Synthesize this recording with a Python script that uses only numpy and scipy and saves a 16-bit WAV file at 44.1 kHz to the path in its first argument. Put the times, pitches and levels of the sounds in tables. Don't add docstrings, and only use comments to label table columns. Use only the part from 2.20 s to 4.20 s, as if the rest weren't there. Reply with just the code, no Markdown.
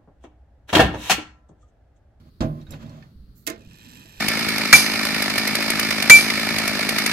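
import sys
import numpy as np
from scipy import signal
from scipy.fft import rfft, irfft
from scipy.io import wavfile

SR = 44100
rng = np.random.default_rng(int(sys.argv[2]) if len(sys.argv) > 2 else 0)


def to_wav(sig):
    pcm = np.clip(np.atleast_2d(sig), -1, 1) * 32767
    pcm = np.round(pcm).astype(np.int16)
    wavfile.write(sys.argv[1], SR, pcm.T)


N = 88200
TIME = np.arange(N) / SR
HZ = np.maximum(np.arange(N // 2 + 1) * SR / N, 1.0)


def amp(db):
    return 10 ** (np.asarray(db, float) / 20)


def unit(x):
    return x / np.sqrt(np.mean(x ** 2) + 1e-20)


def pan(db):
    return amp(np.outer([.5, -.5], db))


def fader(rows):
    s, *columns = np.transpose(rows)
    return [amp(np.interp(TIME, s, db, -200, -200)) for db in columns]


def at_hz(points, hz=HZ):
    freqs, values = np.transpose(points)
    return np.interp(np.log(hz), np.log(freqs), values)


def noise(colour, apart_db=1, apart_from_hz=890):
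    centre = rfft(rng.standard_normal(N))
    sides = amp(apart_db) * rfft(rng.standard_normal((2, N))) / (1 + (apart_from_hz / HZ) ** 2)
    eq = amp(at_hz(colour)) * (HZ > colour[0][0]) * (HZ < colour[-1][0])
    return rfft(unit(irfft((centre + sides) * eq)))


def clicks(s, db):
    out = np.full(N, 1e-18)
    np.add.at(out, np.clip((np.asarray(s) * SR).astype(int), 0, N - 1), amp(db))
    return out


def dying(hits, t60, attack_s=.0012):
    attack = np.ones(int(attack_s * SR)) / int(attack_s * SR)
    return np.sqrt(signal.lfilter(attack, [1, -amp(-120 / (t60 * SR))], hits ** 2))


def ring(x, hz, t60):
    r, w = amp(-60 / (t60 * SR)), 2 * np.pi * hz / SR
    return signal.lfilter([0, np.sin(w)], [1, -2 * r * np.cos(w), r * r], x)


def strike(s, db, modes, spread_db=2.0):
    return sum(ring(clicks(s, db + level + rng.normal(0, spread_db, len(s))) * (-1) ** k, hz, t60)
               for k, (hz, level, t60) in enumerate(modes))


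def crack(hits, colour, decay):
    spectrum = noise(colour)
    out = 0
    for hz in 250 * 2.0 ** np.arange(7):
        octave = np.clip(1 - abs(np.log2(HZ / hz)), 0, 1)
        out += irfft(spectrum * octave) * dying(hits, at_hz(decay, hz))
    return out


# (frequency [Hz], relative density [dB])
ROOM_COLOUR = [(60, -28), (108, -2), (217, -9.5), (330, -23.5), (500, -34.5), (900, -52), (1300, -46.5),
               (2500, -59), (3600, -55.5), (4400, -47.5), (5300, -60), (7000, -69), (12000, -61.5),
               (16000, -63.5)]
# (frequency [Hz], left over right [dB])
ROOM_PAN = [(60, 4.5), (150, -1.5), (380, -1.5), (950, -5), (2380, 0.5), (5980, 6), (15000, -3)]
# (frequency [Hz], likeness [0-1])
ROOM_LIKENESS = [(60, 0.72), (180, 0.98), (550, 0.72), (1650, 0.027), (4970, 0.035), (15000, 0.01)]
# (time [s], level [dB])
ROOM_LOW_FADER = [(0.0, -69), (0.53, -46.5), (1.1, -57.5), (1.57, -54.5), (2.0, -58)]


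def room_tone(split_hz=630, top_db=-63):
    alike = at_hz(ROOM_LIKENESS)
    mid = np.sqrt(1 + alike) * noise(ROOM_COLOUR)
    side = np.sqrt(1 - alike) * noise(ROOM_COLOUR) * [[1], [-1]]
    tone = (mid + side) * pan(at_hz(ROOM_PAN))
    low = tone / (1 + (HZ / split_hz) ** 2)
    return fader(ROOM_LOW_FADER)[0] * unit(irfft(low)) + amp(top_db) * unit(irfft(tone - low))


# (time [s], relative level [dB])
RUMBLE_FADER = [(0.0, -54), (0.16, -59), (0.43, -53), (0.78, -63), (1.42, -59), (2.0, -63.5)]


def rumble(band_hz=(37.5, 91)):
    bandpass = signal.butter(2, band_hz, "band", fs=SR, output="sos")
    deep = unit(signal.sosfilt(bandpass, rng.standard_normal(N)))
    return amp(4) * fader(RUMBLE_FADER)[0] * deep * pan(-2.4)


# (frequency [Hz], relative level [dB], t60 [s])
CASE_MODES = [(46.7, -2.5, 0.3), (108.8, -1, 0.16), (151.2, -7, 0.79), (230.1, 4.5, 0.17),
              (272.9, -5, 0.32), (316.8, -4.5, 0.32), (357.5, -8, 0.28), (464, -19.5, 0.14),
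              (521.4, -9.5, 0.15), (583, -14, 0.36), (642, -6, 0.13), (847, -11, 0.12), (1057, -14, 0.33)]
# (time [s], wood level [dB], relative rustle level [dB])
RUB_STROKES = [
    [(0.0, -43.5, -54.5), (0.03, -52, -62.5), (0.092, -52, -58.5), (0.12, -87, -100), (0.142, -76, -93),
     (0.185, -87, -96)],
    [(0.31, -32.5, -57), (0.424, -40.5, -51), (0.45, -53.5, -61), (0.542, -37.5, -37.5),
     (0.586, -44, -51.5), (0.63, -40, -40.5), (0.644, -37.5, -48), (0.786, -43.5, -49.5),
     (0.854, -63.5, -55), (0.93, -73, -65)],
]


def wood_murmur(tilt_db_per_octave=-3.13, panel_boost_db=8.5):
    murmur = 0
    for k, (hz, level, t60) in enumerate(CASE_MODES[1:]):
        drive_db = tilt_db_per_octave * np.log2(hz / 150) + panel_boost_db * (k == 1)
        murmur += amp(level + drive_db) * ring(rng.standard_normal(N), hz, t60)
    return fader(np.vstack(RUB_STROKES))[0] * unit(murmur)


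# (frequency [Hz], relative density [dB])
RUSTLE_COLOUR = [(240, -44), (400, 6), (636, 6), (921, -1), (4050, -11.5), (6340, -20), (7400, -23),
                 (9180, -43), (12100, -24), (16000, -37)]


def hand_rustle():
    return amp(-6.5) * fader(np.vstack(RUB_STROKES))[1] * irfft(noise(RUSTLE_COLOUR))


# (time [s], relative level [dB])
KNOCKS = [(0.2059, -23), (.221, -26.5), (.2385, -25), (0.2478, -30), (0.293, -42), (0.317, -43)]
# (frequency [Hz], relative density [dB])
KNOCK_COLOUR = [(240, -53), (400, -7), (708, -5), (935, -18), (1560, -15), (1790, -21.5), (4240, -25),
                (7510, -33.5), (9320, -51.5), (12300, -45), (16000, -57)]
# (frequency [Hz], t60 [s])
KNOCK_DECAY = [(400, 0.34), (1500, 0.23), (4000, 0.19), (8000, 0.11), (15000, 0.76)]
# (frequency [Hz], relative level [dB], t60 [s])
CLINK_MODES = [(3370, -15, 0.027), (4250, -9.5, 0.016), (4810, -16, 0.023)]


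def knock(crack_db=-5.5, crack_db_per_db=11):
    s, db = np.transpose(KNOCKS)
    body = signal.lfilter([.12], [1, -.88], strike(s, db, CASE_MODES))
    clink = strike(s[:1] + [.002, .005], db[0], CLINK_MODES)
    hits = clicks(s, db[0] + crack_db + crack_db_per_db * (db - db[0]))
    return body + clink + crack(hits, KNOCK_COLOUR, KNOCK_DECAY)


# (time [s], relative level [dB], pitch [Hz], left over right [dB])
TICKS = [(0.4135, -54, 4120, -9), (0.468, -49.5, 1510, -9), (0.507, -48, 7380, -21.5),
         (.521, -48, 3970, -12), (0.5368, -38.5, 1486, -4), (0.608, -57, 2130, -12), (0.6294, -63, 3600, 1),
         (0.6625, -51, 3700, -7), (0.6946, -50, 4250, -8), (0.8251, -47, 1794, -14.5)]
# (frequency [Hz], relative level [dB], t60 [s])
SMALL_PART_MODES = [(2584, -21, 0.07), (3784, -19.5, 0.071), (4250, -18, 0.096), (4820, -19, 0.028),
                    (5690, -14, 0.023), (7440, -33, 0.029)]


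def ticks(ring_db=-6, puff_db=-9.5, width_octaves=.8):
    hiss = rfft(rng.standard_normal((2, N))) * (HZ < 16000)
    out = np.zeros((2, N))
    for s, db, hz, pan_db in TICKS:
        hit = clicks([s], db)
        note = amp(ring_db) * ring(hit, hz, t60=.076)
        jingle = strike([s], db, SMALL_PART_MODES, spread_db=10.5)
        band = np.exp(-(np.log2(HZ / hz) / width_octaves) ** 2 / 2)
        puff = amp(puff_db) * unit(irfft(hiss * band)) * dying(hit, t60=.075)
        out += (note + jingle + puff) * pan(pan_db)
    return out


# (time [s], relative level [dB], pitch [Hz])
THUMPS = [(0.485, -31.5, 88), (0.519, -38, 54.7), (0.956, -37, 73), (0.994, -38.5, 56.6),
          (1.038, -38.5, 59.4), (1.082, -45, 44.8), (1.47, -28, 173), (1.864, -47, 103), (1.977, -45.5, 48)]


def thumps(t60_cycles=19.2):
    notes = sum(ring(clicks([s], db), hz, t60_cycles / hz) for s, db, hz in THUMPS)
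    return signal.lfilter([1.3e-4], [1, -2 * .992, .992 ** 2], notes) * pan(-2.6)


# (frequency [Hz], relative level [dB], t60 [s])
SPRING_MODES = [(5200, -5, .04), (7400, -2, .06), (10500, -6, .08), (11930, -2, .07), (14250, -9, .13)]


def spring_ping():
    return strike([.5076], -47, SPRING_MODES) * amp([[-5], [4]])


# (time [s], level [dB])
SLIDE_FADER = [(1.14, -97), (1.158, -64.5), (1.172, -59.5), (1.256, -71), (1.264, -61)]
# (frequency [Hz], relative density [dB])
SLIDE_COLOUR = [(2350, -53), (4000, -30), (4310, -12), (5380, -7), (7660, -6), (8850, -14), (11500, -5),
                (12700, 7.5), (14800, 1), (16000, 4)]


def lever_slide():
    return fader(SLIDE_FADER)[0] * irfft(noise(SLIDE_COLOUR))


# (time [s], level [dB], relative send to the plates [dB])
CLACKS = [(1.2663, -27, -20), (1.2677, -21.5, -53), (1.2733, -17, -6.5), (1.2769, -22.5, -0.5),
          (1.284, -42.5, 13.5), (1.2997, -27.5, 7.5)]
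# (frequency [Hz], relative density [dB])
CLACK_COLOUR = [(180, -4), (300, -9.5), (682, -11), (820, -20.5), (1930, -4.5), (2790, -14), (8580, -22.5),
                (9020, -29), (12400, -18), (15700, -26), (16500, -38)]


def lever_snap(above_hz=2500):
    s, db, _ = np.transpose(CLACKS)
    snap = irfft(noise(CLACK_COLOUR) * (HZ > above_hz)) * dying(clicks(s, db), t60=.02)
    hardest_contact = -np.diff(clicks([1.277], db=-24), prepend=0)
    return snap + hardest_contact


# (frequency [Hz], t60 [s])
CLACK_DECAY = [(300, 0.7), (1500, 0.15), (4000, 0.2), (15000, 0.011)]
# (frequency [Hz], relative level [dB], t60 [s])
PLATE_MODES = [(220, -17.5, 0.53), (313, 3, 0.08), (354, -3.5, 0.2), (461, -8.5, 0.25), (639, -5, 0.12),
               (666, -7, 0.34), (1045, -10, 0.15), (1930, -34, 0.16), (2130, -7, 0.17), (2510, -41, 0.22)]


def lever_body(tail_db=-14.5):
    s, db, send_db = np.transpose(CLACKS)
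    plates = strike(s, db + send_db - 10.5, PLATE_MODES)
    return plates + amp(tail_db) * crack(clicks(s, db), CLACK_COLOUR, CLACK_DECAY)


# (time [s], teeth meshed [count])
RUN_UP = [(1.3771, 0), (1.5091, 10), (1.61, 20), (1.6948, 30), (1.7683, 40), (1.8354, 50), (1.8975, 60),
          (1.9592, 70), (1.9995, 77)]
# (accent [dB], extra accent on the top rings [dB])
PINION_LEAVES = [(0, 12.5), (0, 15), (0, 15), (1, 11), (0, 11), (0, 15.5), (0, -6)]
# (frequency [Hz], nominal width [Hz], relative level [dB])
WHEEL_MODES = [(965, 160, -5), (1720, 170, -2), (2485, 65, 5.5), (2620, 70, -2), (3140, 86, -4.5),
               (3970, 1050, -6.5), (5560, 820, -10.5), (7520, 410, -9.5), (11640, 980, -28.5),
               (13040, 350, -21)]
# (time [s], relative level [dB])
WHIRR_FADER = [(1.36, -43), (1.374, -60), (1.49, -57.5), (1.51, -54.5), (1.77, -50.5), (1.778, -52),
               (1.932, -55), (2.0, -50)]
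# (frequency [Hz], relative density [dB])
WHIRR_COLOUR = [(180, -9), (300, 0.5), (1230, -17), (1690, -2.5), (2250, -14), (2520, 0), (3520, -5.5),
                (12700, -37), (14700, -24), (16000, -58)]
# (time [s], level [dB])
HUM_FADER = [(1.6, -71), (1.66, -54), (1.7, -53), (1.75, -54), (1.82, -49.5), (1.85, -75)]


def gear_train(jitter_s=.0011, steady_hiss_db=-1.5, top_from_hz=10000, contact_t60_s=.023):
    s, teeth = np.transpose(RUN_UP)
    tooth = np.arange(int(teeth[-1]) + 1)
    mesh_s = np.polyval(np.polyfit(teeth, s, 5), tooth) + rng.normal(0, jitter_s, len(tooth))
    leaf_db, top_db = np.array(PINION_LEAVES)[tooth % len(PINION_LEAVES)].T
    tooth_db = leaf_db + rng.normal(0, 1, len(tooth))
    top_db = top_db - 5 * np.clip(1 - tooth / 20, 0, 1)
    start = int(s[0] * SR)
    puffs = np.r_[np.zeros(start), unit(dying(clicks(mesh_s, tooth_db), t60=.15)[start:])]
    rings = 0
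    for hz, width, level in WHEEL_MODES:
        grit = rng.standard_normal(N)
        contact_db = tooth_db + top_db * (hz > top_from_hz) + rng.normal(0, .46, len(tooth))
        contacts = grit * dying(clicks(mesh_s, contact_db), contact_t60_s)
        rings += amp(level) * width * ring(contacts, hz, t60=3.7 / width)
    hum = fader(HUM_FADER)[0] * unit(ring(rng.standard_normal(N), hz=246.5, t60=.26))
    hiss = (puffs + amp(steady_hiss_db)) * irfft(noise(WHIRR_COLOUR))
    return amp(-9) * fader(WHIRR_FADER)[0] * (hiss + amp(1.61) * unit(rings)) + hum


def train_bump():
    return strike([1.849], -53.5, PLATE_MODES[1:6])


# (frequency [Hz], level [dB])
ECHO_COLOUR = [(100, -24), (300, -14), (700, -9), (1200, -9), (3000, -10), (6000, -11), (15000, -10)]


def place(x, balance, left_lag_s=.0004515, echo_t60_s=.08):
    decay = amp(-60 * TIME / echo_t60_s)
    echoes = np.array([unit(rng.standard_normal(N) * decay) for _ in range(2)]) / np.sqrt(N)
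    lag_s = left_lag_s / (1 + (450 / HZ) ** 2)
    direct = np.array([np.exp(-2j * np.pi * HZ * lag_s), np.ones_like(HZ)])
    path = direct + amp(at_hz(ECHO_COLOUR)) * rfft(echoes)
    return irfft(rfft(x) * path * pan(at_hz(balance)))


# (frequency [Hz], left over right [dB])
CASE_PAN = [(60, -1.5), (99, -6.5), (160, -1.5), (270, -4.5), (450, 4), (740, -1.5), (1220, -9), (2010, -5),
            (3330, 7.5), (5500, -7), (9080, -23), (15000, 2.5)]
# (frequency [Hz], left over right [dB])
MOVEMENT_PAN = [(60, -7), (92, 13), (140, -22), (210, -7.5), (330, -10.5), (500, -7), (770, -4.5),
                (1170, -12), (1790, -8.5), (2740, -4), (4190, -1), (6410, -16.5), (9810, -21), (15000, -5)]


def scene():
    lever = lever_snap() + lever_slide() + lever_body()
    gate = TIME > SLIDE_FADER[0][0]
    movement = place(lever + gear_train() + train_bump(), MOVEMENT_PAN) * gate
    case = place(wood_murmur() + knock() + hand_rustle(), CASE_PAN)
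    return movement + case + ticks() + thumps() + spring_ping() + room_tone() + rumble()


def record(dry, stopband_hz=17100):
    return signal.sosfilt(signal.cheby2(12, 70, stopband_hz, fs=SR, output="sos"), dry)


dry = scene()
out = record(dry)
to_wav(out)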